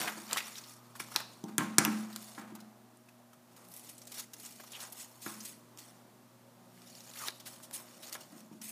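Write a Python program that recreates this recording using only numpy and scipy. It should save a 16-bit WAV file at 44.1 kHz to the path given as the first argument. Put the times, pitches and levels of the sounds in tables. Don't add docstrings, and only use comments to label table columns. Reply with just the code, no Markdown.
import sys
import numpy as np
from scipy import signal
from scipy.fft import rfft, irfft
from scipy.io import wavfile

SR = 44100
rng = np.random.default_rng(int(sys.argv[2]) if len(sys.argv) > 2 else 0)


def rack_gain(trim_db):
    fader = np.asarray(trim_db, float)
    return 10 ** (fader / 20)


def unload_wav(signal):
    wavfile.write(
        sys.argv[1],
        SR,
        np.round(np.clip(np.atleast_2d(signal).T, -1, 1) * 32767).astype(np.int16),
    )


N = 384111

# freq_hz, density_db_per_hz
AIR_SPECTRUM = [(20, -55), (60, -34), (95, -21.5), (125, -22), (200, -8), (240, -7.5), (280, -8),
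                (360, -11.5), (450, -12.5), (700, -9.5), (1150, -14), (1600, -20), (2300, -24.5),
                (15300, -28)]
AIR_DB = -59
# freq_hz, level_db_rms
HUM_LINES = [(120.1, -68.5), (240.3, -67), (360.4, -75), (630, -77)]
# time_s, level_db
BUZZ_SWELL = [(0, -4), (.5, -0.5), (1.0, 5), (2.0, 4), (2.8, 1.5), (3.2, -1.5), (5.0, -0.5), (6.0, 0),
              (7.8, -1), (8.2, -6.5), (8.71, -4)]
# time_s, level_db
RUMBLE_LEVEL = [
    (0, -60),
    (.5, -80),
    (1.401, -69.5),
    (2.6, -77),
    (6.3, -75.5),
    (6.8, -72.5),
    (7.4, -73),
    (8.71, -68),
]
# freq_hz, density_db_per_hz
FIBRE_SPECTRUM = [(880, -46.5), (1500, -23.5), (1620, -14), (1860, -3), (2260, -2.5), (3780, -3),
                  (6260, -3), (11000, -3.5), (15300, -6.5)]
# freq_hz, width_hz, level_db
SHEET_MODES = [(1200, 200, 2), (1890, 1400, -3), (741, 950, 9)]
# peak_s, rise_s, fall_s, hiss_db, colour_hz
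SLIDES = [(0.0, .01, 0.17, -36, 5140), (.2, 0.4, 0.45, -51, 6700), (.334, 0.085, .15, -42.5, 3000),
          (0.38, 0.027, 0.045, -34.5, 3620), (.45, 0.14, 0.37, -46.5, 5500), (0.721, 0.1, 0.08, -51, 7340),
          (.96, 0.011, 0.037, -47.5, 6480), (1.0, 0.008, 0.04, -38.5, 6000), (1.155, .06, .05, -56, 5960),
          (1.202, 0.24, 0.039, -45, 5500), (1.32, 0.16, .25, -58, 5540), (1.492, .05, 0.072, -57.5, 5310),
          (1.595, 0.015, 0.11, -44, 4520), (1.741, .2, 0.069, -63.5, 4000), (1.8, .02, 0.6, -52, 6300),
          (1.98, 0.15, 0.17, -50.5, 5500), (2.26, 0.36, 0.23, -50, 6910), (2.396, 0.14, 0.08, -53.5, 5930)]
# peak_s, rise_s, fall_s, hiss_db, colour_hz
SHEARS = [(3.59, .16, .3, -64, 6800), (3.77, 0.18, 0.19, -54.5, 12200), (3.87, 0.25, 0.33, -52.5, 7550),
          (4.199, 0.1, 0.06, -39.5, 6700), (4.38, 0.099, 0.11, -60, 7480), (4.45, 0.14, 0.22, -48.5, 7650),
          (4.6, .016, 0.054, -52, 7000), (4.77, 0.28, 0.031, -49, 5100), (4.83, 0.099, 0.082, -44, 6630),
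          (5.008, 0.17, 0.13, -47, 7700), (5.27, 0.091, 0.25, -45, 7130), (5.47, 0.071, 0.1, -43.5, 8400),
          (5.785, 0.013, 0.22, -51.5, 6300), (6.95, 0.32, 0.79, -53.5, 5430),
          (7.23, 0.21, 0.12, -44.5, 8400), (7.28, 0.096, 0.024, -38, 4250), (7.88, 0.12, 0.39, -59, 5040),
          (7.475, 0.03, 0.24, -48.5, 7800), (7.754, 0.034, 0.086, -40, 9200),
          (8.095, 0.23, 0.037, -49, 6370), (8.13, 0.013, 0.056, -39.5, 6430), (8.21, .06, 0.097, -52, 5150),
          (8.38, 0.2, 0.12, -56.5, 6500), (8.53, .03, 0.14, -62.5, 5900), (5.13, .2, 0.16, -57.5, 8000),
          (5.34, .1, .05, -49.5, 9000), (8.616, .004, 2.2, -45.5, 10400)]
# peak_s, rise_s, fall_s, body_db
BENDS = [(.086, .7, 0.055, -33.5), (.12, 0.033, 0.4, -44.5), (.334, 0.05, 0.027, -33.5),
         (.378, .06, .12, -40), (.45, .1, 0.61, -52), (.958, .012, .03, -51), (1.0, .025, .065, -55),
         (1.155, 0.088, .05, -49.5), (1.202, .05, 0.041, -39.5), (1.3, 0.11, 1.1, -63.5),
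         (1.492, .04, .095, -50), (1.595, 0.014, 0.28, -37.5), (1.76, 0.23, 0.022, -58),
         (1.8, 0.019, .08, -29), (1.85, .03, .13, -37), (1.92, 0.069, 0.45, -42.5),
         (2.396, .06, 0.26, -46.5), (2.552, 0.096, 0.5, -59.5)]
# peak_s, rise_s, fall_s, body_db
FLEXES = [(3.59, .13, .36, -58.5), (3.87, .05, 1.1, -67), (4.2, 0.11, 0.057, -47), (4.35, 0.11, 0.046, -59),
          (4.45, .07, 0.18, -57), (4.6, 0.0081, 0.022, -47.5), (4.77, 0.2, .1, -53),
          (4.84, .1, 0.052, -44.5), (4.99, 0.35, 0.41, -59.5), (5.27, 0.033, 0.32, -48),
          (5.45, .2, .2, -64), (5.78, 0.022, .9, -60), (6.85, 0.47, 0.15, -61), (7.23, 0.35, .1, -52),
          (7.28, 0.12, 0.04, -43.5), (7.41, 0.069, 0.023, -61), (7.47, .025, 0.55, -56.5),
          (7.76, 0.036, 0.2, -53), (8.11, 0.57, .05, -55), (8.15, 0.082, 0.12, -50), (8.33, .01, 0.18, -54),
          (8.613, 0.0071, .045, -50.5), (8.71, 0.096, 0.085, -63)]
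STROKE_SWING_DB = 20
STROKE_ROUNDNESS = 1.047
COLOUR_LIFT_DB = 5
# start_s, peak_db, deep_body_db, ring_on_db, hardness_hz
KNOCKS = [(.004, -38, -5.5, 1.5, 1200), (.170, -43, -5, 0, 1500), (.323, -27.5, -25, -5, 1500),
          (1.001, -27, -18, -9.5, 2170), (1.153, -28, -14.5, -13, 1800), (1.161, -24, -45, -17, 2580),
          (1.438, -31.5, -8, 1.5, 900), (1.582, -17.5, -10.5, -3, 2830), (1.606, -24.5, -9, 0, 2550),
          (1.7827, -11, -11.5, -4, 2520), (1.851, -23.5, -9.5, 2.5, 2645), (1.876, -27.5, -5.5, -1.5, 2030),
          (2.160, -37, -28, -13, 3020), (2.378, -34.5, -11, 2.5, 2090), (2.521, -47.5, 1.5, -1.5, 1000),
          (4.6, -40, -19, -14, 2000), (4.795, -39.5, -18, -4, 1510), (5.262, -25.5, -12.5, -4.5, 1840),
          (7.283, -27, -32.5, -20, 2670), (8.153, -29, -26, -10, 2300), (8.322, -55.5, 1, 6, 1000),
          (8.513, -51.5, 3.5, 2, 1006)]
# freq_hz, level_db, t60_s
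TABLE_MODES = [(120, -14, .3), (193.5, -9.5, 0.79), (216.2, -2.5, 1.1), (300, -7, 0.4), (337, -13, 0.92),
               (486, -20.5, 0.68), (706, -14.5, 0.17), (801, -14, 0.55), (919, -13, 0.36),
               (996, -14.5, 0.092), (1232.6, -8, 0.16), (1452, -11, 0.36), (1580, -9.5, 0.25),
               (1810, -16.5, .3), (2040, -17, .3), (2260, -8, 0.2)]
# freq_hz, level_db, t60_s
CLUTTER_MODES = [(166, -12, 0.33), (243.6, -9.5, 0.54), (268.6, -14, .4), (408, -16.5, 0.45),
                 (540, -13, .4), (620, -19.5, .4), (1070, -6, .5), (1150, -13, .35), (1335, -8.5, .35),
                 (1720, -11, 0.3), (2130, -20, .5)]
# freq_hz, level_db, t60_s
TAIL_BANDS = [(171, -7, 0.43), (310, -2.5, 0.51), (1100, -1, 0.56), (1580, -7, 0.31), (2300, -9, 0.46)]
RING_FLUTTER_DB, RING_FLUTTER_HZ = 4.0, 15
# start_s, peak_db, colour_hz, colour_share_db
SNAPS = [(.0143, -15, 5000, 0), (.0165, -18, 2100, 8), (.3116, -24.5, 3630, 5.5), (.3306, -9, 7700, 0.5),
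         (.3732, -14, 3980, 7), (1.1608, -11, 1150, 6.5), (1.1612, -4.5, 4500, 0), (1.4396, -28, 6400, 1),
         (1.581, -2, 9400, -2), (1.7831, 3.5, 6000, 0.5), (1.7834, 3, 10000, 1), (1.7879, -7, 7450, 5),
         (1.85, -0.5, 2270, -7), (2.161, -11, 1500, -30), (2.9722, -49.5, 9990, 9),
         (5.7743, -28, 7110, -11), (7.006, -36.5, 4600, 9), (7.0374, -39, 4390, 0),
         (7.284, -23, 3730, 10.5), (7.711, -26.5, 1280, -4), (8.1267, -18, 5410, -4),
         (8.1516, -34.5, 3170, 8.5)]
# start_s, peak_db, colour_hz, colour_share_db
FINGER_SLIPS = [(.0749, -28, 1930, 11), (.3591, -29, 1130, 7), (.3774, -26, 2300, 9.5),
                (.58, -36.5, 5530, 3), (.636, -43, 4540, 4), (.952, -40.5, 1214, 6),
                (.9965, -31, 2200, 3.5), (1.1157, -35, 1180, 0), (2.125, -37.5, 4490, -4),
                (2.3457, -44, 3320, 2.5), (2.5495, -33.5, 980, -7), (2.601, -38.5, 5480, -8),
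                (3.0856, -46, 2430, -3), (3.3294, -43, 1310, -5.5), (7.398, -34.5, 5630, -10),
                (8.6143, -41, 6100, 4.5)]
# start_s, peak_db, colour_hz, colour_share_db
BLADE_SLIPS = [(3.5622, -39.5, 1000, -13), (3.6468, -45, 1070, -8), (3.7135, -47, 11800, 4),
               (3.737, -44, 11700, 5), (3.769, -42, 12000, 2), (3.891, -34, 10200, -13),
               (3.979, -46, 7960, -2), (4.0154, -46, 6400, 2), (4.0693, -33.5, 7650, -10),
               (4.117, -30, 8750, -18), (4.14, -31.5, 10600, -14), (4.1934, -25, 7060, -16),
               (4.3329, -31, 6700, -11), (4.396, -34, 10200, -15), (4.4566, -36, 7650, 1),
               (4.5205, -43, 7910, -3), (4.634, -37.5, 1100, -0.5), (4.6728, -39, 2840, -16),
               (4.7173, -33.5, 7250, -10), (4.9217, -36, 11900, 2), (5.2926, -36, 1020, -7),
               (5.4017, -37, 5940, 3), (5.4502, -29, 8240, -6.5), (5.7844, -34.5, 7060, -5),
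               (7.1356, -44, 3850, -2), (7.1546, -33.5, 2020, -7), (7.170, -34, 3000, -6),
               (7.185, -32, 8000, -7), (7.212, -35, 1220, -6)]
# start_s, peak_db, colour_hz, colour_share_db
WIPES = [
    (5.214, -32.5, 8800, -14),
    (7.454, -30, 4300, -16),
    (7.624, -36, 8800, -6.5),
    (7.728, -35, 9800, 7.5),
    (7.778, -48, 1050, 8),
    (8.022, -33, 4000, -10),
    (4.797, -33, 6000, -7),
    (.556, -36.5, 5400, -0.5),
    (.29, -38, 1500, 0),
    (4.992, -33.5, 7900, -3),
]
# start_s, peak_db, colour_hz
CRACKLES = [(0.3704, -17.5, 1680), (0.4044, -29, 2590), (0.555, -34, 3860), (0.6947, -43, 7020),
            (0.8021, -53, 1280), (1.0857, -40, 1140), (1.2028, -26, 1220), (1.3149, -49, 1230),
            (1.4835, -45, 1270), (2.6455, -53, 1110), (3.686, -47, 11500), (3.7384, -39, 11700),
            (3.7638, -36, 11400), (3.7754, -41, 12200), (3.7947, -41, 9090), (3.9504, -48, 8060),
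            (3.9802, -41, 8160), (4.017, -41, 6350), (4.053, -45, 7700), (4.3665, -46, 6070),
            (4.5211, -45, 7910), (4.7337, -40, 2630), (4.8044, -34, 4160), (4.8794, -41, 1164),
            (4.9274, -39, 10100), (5.3514, -39, 1040), (6.776, -49, 1930), (6.8184, -46, 5150),
            (6.8738, -49, 5070), (6.9004, -44.5, 6200), (6.9521, -41, 4930), (7.1127, -41, 4030),
            (7.1367, -40, 4030), (7.216, -31, 1210), (7.3044, -36, 3950), (7.3244, -48, 1100),
            (7.5614, -44, 3190), (7.601, -41.5, 1310), (8.0854, -39, 5780), (8.2074, -42, 13600),
            (8.3095, -52, 1640), (8.322, -46, 1030), (8.405, -44, 7470), (8.519, -51, 1080)]
# middle_s, length_s, freq_hz, width_hz, level_db
DRONES = [
    (6.88, 0.66, 181, 5.7, -70.5),
    (7.8, 2, 625, 9.5, -73),
    (7.34, 3, 545, 30, -73),
    (7.9, 0.73, 320, 30, -69),
    (0.72, 0.59, 1240, 150, -69.5),
    (3.62, .3, 182, 18, -72),
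    (2.82, .4, 756, 120, -70.5),
    (8.55, .5, 270, 20, -68),
]
# start_s, length_s, level_db, from_hz, to_hz, width_hz
ZIPS = [
    (7.185, 0.089, -49, 1500, 950, 200),
    (4.725, 0.055, -48.5, 3600, 2700, 990),
    (5.4, 0.026, -55, 6800, 4900, 800),
]
# delay_s, level_db
ECHOES = [(.0055, -15), (0.012, -22)]


def rms_one(x):
    return x / np.sqrt(np.mean(x ** 2) + 1e-20)


def drift(rate_hz):
    r = np.exp(-2 * np.pi * rate_hz * 40 / SR)
    noise = rng.standard_normal(N // 40 + 2002)
    slow = signal.lfilter([1], [1, -2 * r, r * r], noise)[2000:]
    return np.interp(np.arange(N) / 40, np.arange(len(slow)), rms_one(slow))


def filtered(x, order, hz, kind):
    return signal.sosfilt(signal.butter(order, hz, kind, fs=SR, output="sos"), x)


def resonance(x, hz, width_hz):
    r = np.exp(-np.pi * width_hz / SR)
    zeros = np.array([1, 0, -1]) * (1 - r * r) / 2
    return signal.lfilter(zeros, [1, -2 * r * np.cos(2 * np.pi * hz / SR), r * r], x)


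def coloured(x, spectrum):
    hz, db = np.transpose(spectrum)
    grid_hz = np.maximum(np.fft.rfftfreq(len(x), 1 / SR), 1)
    gain = rack_gain(np.interp(np.log(grid_hz), np.log(hz), db))
    return rms_one(irfft(rfft(x) * gain, len(x)))


def grains(per_s, spread_db):
    sizes = rack_gain(spread_db * np.minimum(rng.exponential(1, N), 4)) * rng.choice([-1, 1], N)
    return sizes * (rng.random(N) < per_s / SR) + 1e-9


def add(out, piece, start_s):
    i = int(start_s * SR)
    out[i:i + len(piece)] += piece[:N - i]


def swells(peak_s, rise_s, fall_s, db):
    late_s = np.arange(N // 44 + 2) * 44 / SR - peak_s[:, None]
    rise_s = np.maximum(rise_s, .004)[:, None]
    fall_s = np.maximum(fall_s, .004)[:, None]
    slope = np.where(late_s < 0, -late_s / rise_s, late_s / fall_s)
    level_db = db[:, None] - STROKE_SWING_DB * slope ** STROKE_ROUNDNESS
    return rack_gain(2 * np.maximum(level_db, -150))


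def per_sample(coarse):
    return np.interp(np.arange(N) / 44, np.arange(len(coarse)), coarse)


def room_tone():
    t = np.arange(N) / SR
    wander = .3 * drift(2)
    lines = []
    for hz, db in HUM_LINES:
        level = np.sqrt(2) * rack_gain(db + 1.0 * drift(2.2))
        lines.append(level * np.sin(hz * (2 * np.pi * t + wander / 120)))
    hum = sum(lines[1:]) + lines[0] * rack_gain(np.interp(t, *np.transpose(BUZZ_SWELL)))
    air = coloured(rng.standard_normal(N), AIR_SPECTRUM)
    murmur = sum(.3 * drift(1.5) * resonance(air, hz, .35 * hz) for hz in np.geomspace(160, 1000, 7))
    return rack_gain(AIR_DB - 3.5 + 0.43 * drift(0.55)) * (air + murmur) + hum


def rumble():
    time_s, db = np.transpose(RUMBLE_LEVEL)
    low = filtered(rng.standard_normal(N), 3, [120, 230], "band")
    lumps_db = 2.5 * drift(6)
    return rack_gain(np.interp(np.arange(N) / SR, time_s, db) + lumps_db) * rms_one(low)


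def fibre_hiss():
    *shape, stroke_hz = np.transpose(SLIDES + SHEARS)
    strokes = swells(*shape)
    total = strokes.sum(axis=0)
    pressure = per_sample(np.sqrt(total))
    colour_hz = per_sample(np.exp(np.log(stroke_hz) @ strokes / total))
    fibres = coloured(grains(5000, spread_db=2.5), FIBRE_SPECTRUM)
    edges_hz = np.geomspace(1500, 17000, 13)
    hiss, power = 0, 0
    for low, high in zip(edges_hz, edges_hz[1:]):
        nearness = np.exp(-(np.log(colour_hz / np.sqrt(low * high)) / 0.68) ** 2)
        gain = rack_gain(COLOUR_LIFT_DB * nearness)
        band = filtered(fibres, 2, [low, high], "band")
        patch = rack_gain(1.3 * drift(40))
        hiss = hiss + gain * patch * band
        power = power + gain ** 2 * np.mean(band ** 2)
    return pressure * rack_gain(4.5) * hiss / np.sqrt(power)


def sheet_boom():
    bending = per_sample(np.sqrt(swells(*np.transpose(BENDS + FLEXES)).sum(axis=0)))
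    catches = grains(2500, spread_db=2.0)
    body = np.zeros(N)
    for k, (hz, width_hz, db) in enumerate(SHEET_MODES):
        body += (-1) ** k * rack_gain(db) * resonance(catches, hz, width_hz)
    body += sum(resonance(catches, hz, 35) for hz, db, t60 in TABLE_MODES if hz > 700)
    return bending * rack_gain(-7.0) * rms_one(filtered(body, 2, 150, "high"))


def rubbing():
    clumps_db = 1.53 * drift(32) + 0.99 * drift(150)
    return rack_gain(clumps_db) * (fibre_hiss() + sheet_boom())


def knocks():
    out, t = np.zeros(N), np.arange(SR) / SR
    modes = TABLE_MODES + CLUTTER_MODES
    chance = rng.standard_normal((len(KNOCKS), 2, len(modes)))
    wood = rng.standard_normal(len(t))
    tail = sum(rack_gain(db - 60 * t / t60) * rms_one(resonance(wood, hz, 0.46 * hz)) for hz, db, t60 in TAIL_BANDS)
    rings = []
    for hz, db, t60 in modes:
        flutter_db = RING_FLUTTER_DB * drift(RING_FLUTTER_HZ)[:SR] * min(1, 650 / hz)
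        rings.append(rack_gain(db - 60 * t / t60 + flutter_db) * np.sin(2 * np.pi * hz * t))
    rings = np.array(rings)
    thud = rms_one(resonance(wood, 1200, 2050)) * rack_gain(-60 * t / 0.035)
    first_push = np.sin(2 * np.pi * 335 * t) + 0.51 * np.sin(2 * np.pi * 170 * t)
    thud += 0.94 * first_push * rack_gain(-60 * t / 0.032)
    for (start_s, db, deep_db, ring_db, hardness_hz), luck in zip(KNOCKS, chance):
        struck = rack_gain(2 * luck[0]) * np.sign(luck[1]) @ rings
        body = rack_gain(ring_db - 15.5) * (struck + rack_gain(-10.5) * tail) + rack_gain(-6.5) * thud
        upper = filtered(body, 3, [480, hardness_hz], "band")
        deep = filtered(body, 2, [125, 450], "band")
        add(out, rack_gain(db) * (upper + rack_gain(deep_db + 10.5) * deep), start_s)
    return filtered(out, 4, 100, "high")


def puffs(events, rise_s, t60_s, level_db, roundness):
    out, t = np.zeros(N), np.arange(SR // 8) / SR
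    noise = rng.standard_normal((len(events), len(t)))
    decay_db = -60 * (np.maximum(t - rise_s, 0) / t60_s) ** roundness
    shape = np.sin(np.pi / 2 * np.minimum(t / rise_s, 1)) * rack_gain(decay_db)
    for (start_s, db, hz, colour_db), crackle in zip(events, noise):
        tint = rms_one(resonance(crackle, min(hz, 15e3), 0.28 * hz))
        broad = filtered(crackle, 2, 900 + 0.19 * hz, "high")
        add(out, rack_gain(db + level_db) * shape * (broad + rack_gain(colour_db) * tint), start_s)
    return out


def snaps():
    return puffs(SNAPS, 0.00029, 0.01, level_db=-15.5, roundness=0.9)


def slips():
    fingers = puffs(FINGER_SLIPS, 0.0038, 0.03, level_db=-14.0, roundness=1.58)
    blades = puffs(BLADE_SLIPS, 0.0033, 0.025, level_db=-14.0, roundness=2.0)
    wipes = puffs(WIPES, 0.013, 0.045, level_db=-15.5, roundness=2.4)
    return fingers + blades + wipes


def crackles():
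    events = [(*row, 3.0) for row in CRACKLES]
    return puffs(events, .0006, 0.014, level_db=-12.5, roundness=1.1)


def drones():
    out, t = np.zeros(N), np.arange(N) / SR
    noise = rng.standard_normal(N)
    for middle_s, length_s, hz, width_hz, db in DRONES:
        swell = np.exp(-((t - middle_s) / (.5 * length_s)) ** 4)
        line = resonance(resonance(noise, hz, width_hz), hz, width_hz)
        out += rack_gain(db) * swell * rms_one(line)
    return out


def zips():
    out, t = np.zeros(N), np.arange(SR // 8) / SR
    noise = rng.standard_normal((len(ZIPS), 3, len(t)))
    for (start_s, length_s, db, from_hz, to_hz, width_hz), (a, b, c) in zip(ZIPS, noise):
        part = np.minimum(t / length_s, 1)
        phase = 2 * np.pi * np.cumsum(from_hz * (to_hz / from_hz) ** part) / SR
        a, b = filtered([a, b], 2, width_hz / 2, "low")
        stutter = rack_gain(2.5 * rms_one(resonance(c, 61, 60)))
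        squeak = rms_one(stutter * (a * np.cos(phase) + b * np.sin(phase)))
        add(out, rack_gain(db) * np.sin(np.pi * part) * squeak, start_s)
    return out


def reflections(x):
    t = np.arange(SR // 3) / SR
    wash = filtered(rng.standard_normal(len(t)), 1, 6000, "low")
    response = rack_gain(-40.5 - 60 * t / 0.49) * wash
    for delay_s, db in ECHOES:
        response[int(delay_s * SR)] += rack_gain(db)
    return x + signal.fftconvolve(x, response)[:N]


def scene():
    ticks = snaps() + slips() + crackles() + zips()
    mix = room_tone() + rumble() + rubbing() + knocks() + reflections(ticks) + drones()
    return mix[None]


def roll_off(x):
    return signal.sosfilt(signal.butter(12, 16510, fs=SR, output="sos"), x)


def record(dry):
    top = signal.cheby2(12, 40, 15650, fs=SR, output="sos")
    return roll_off(signal.sosfilt(top, dry))


dry = scene()
out = record(dry)
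unload_wav(out)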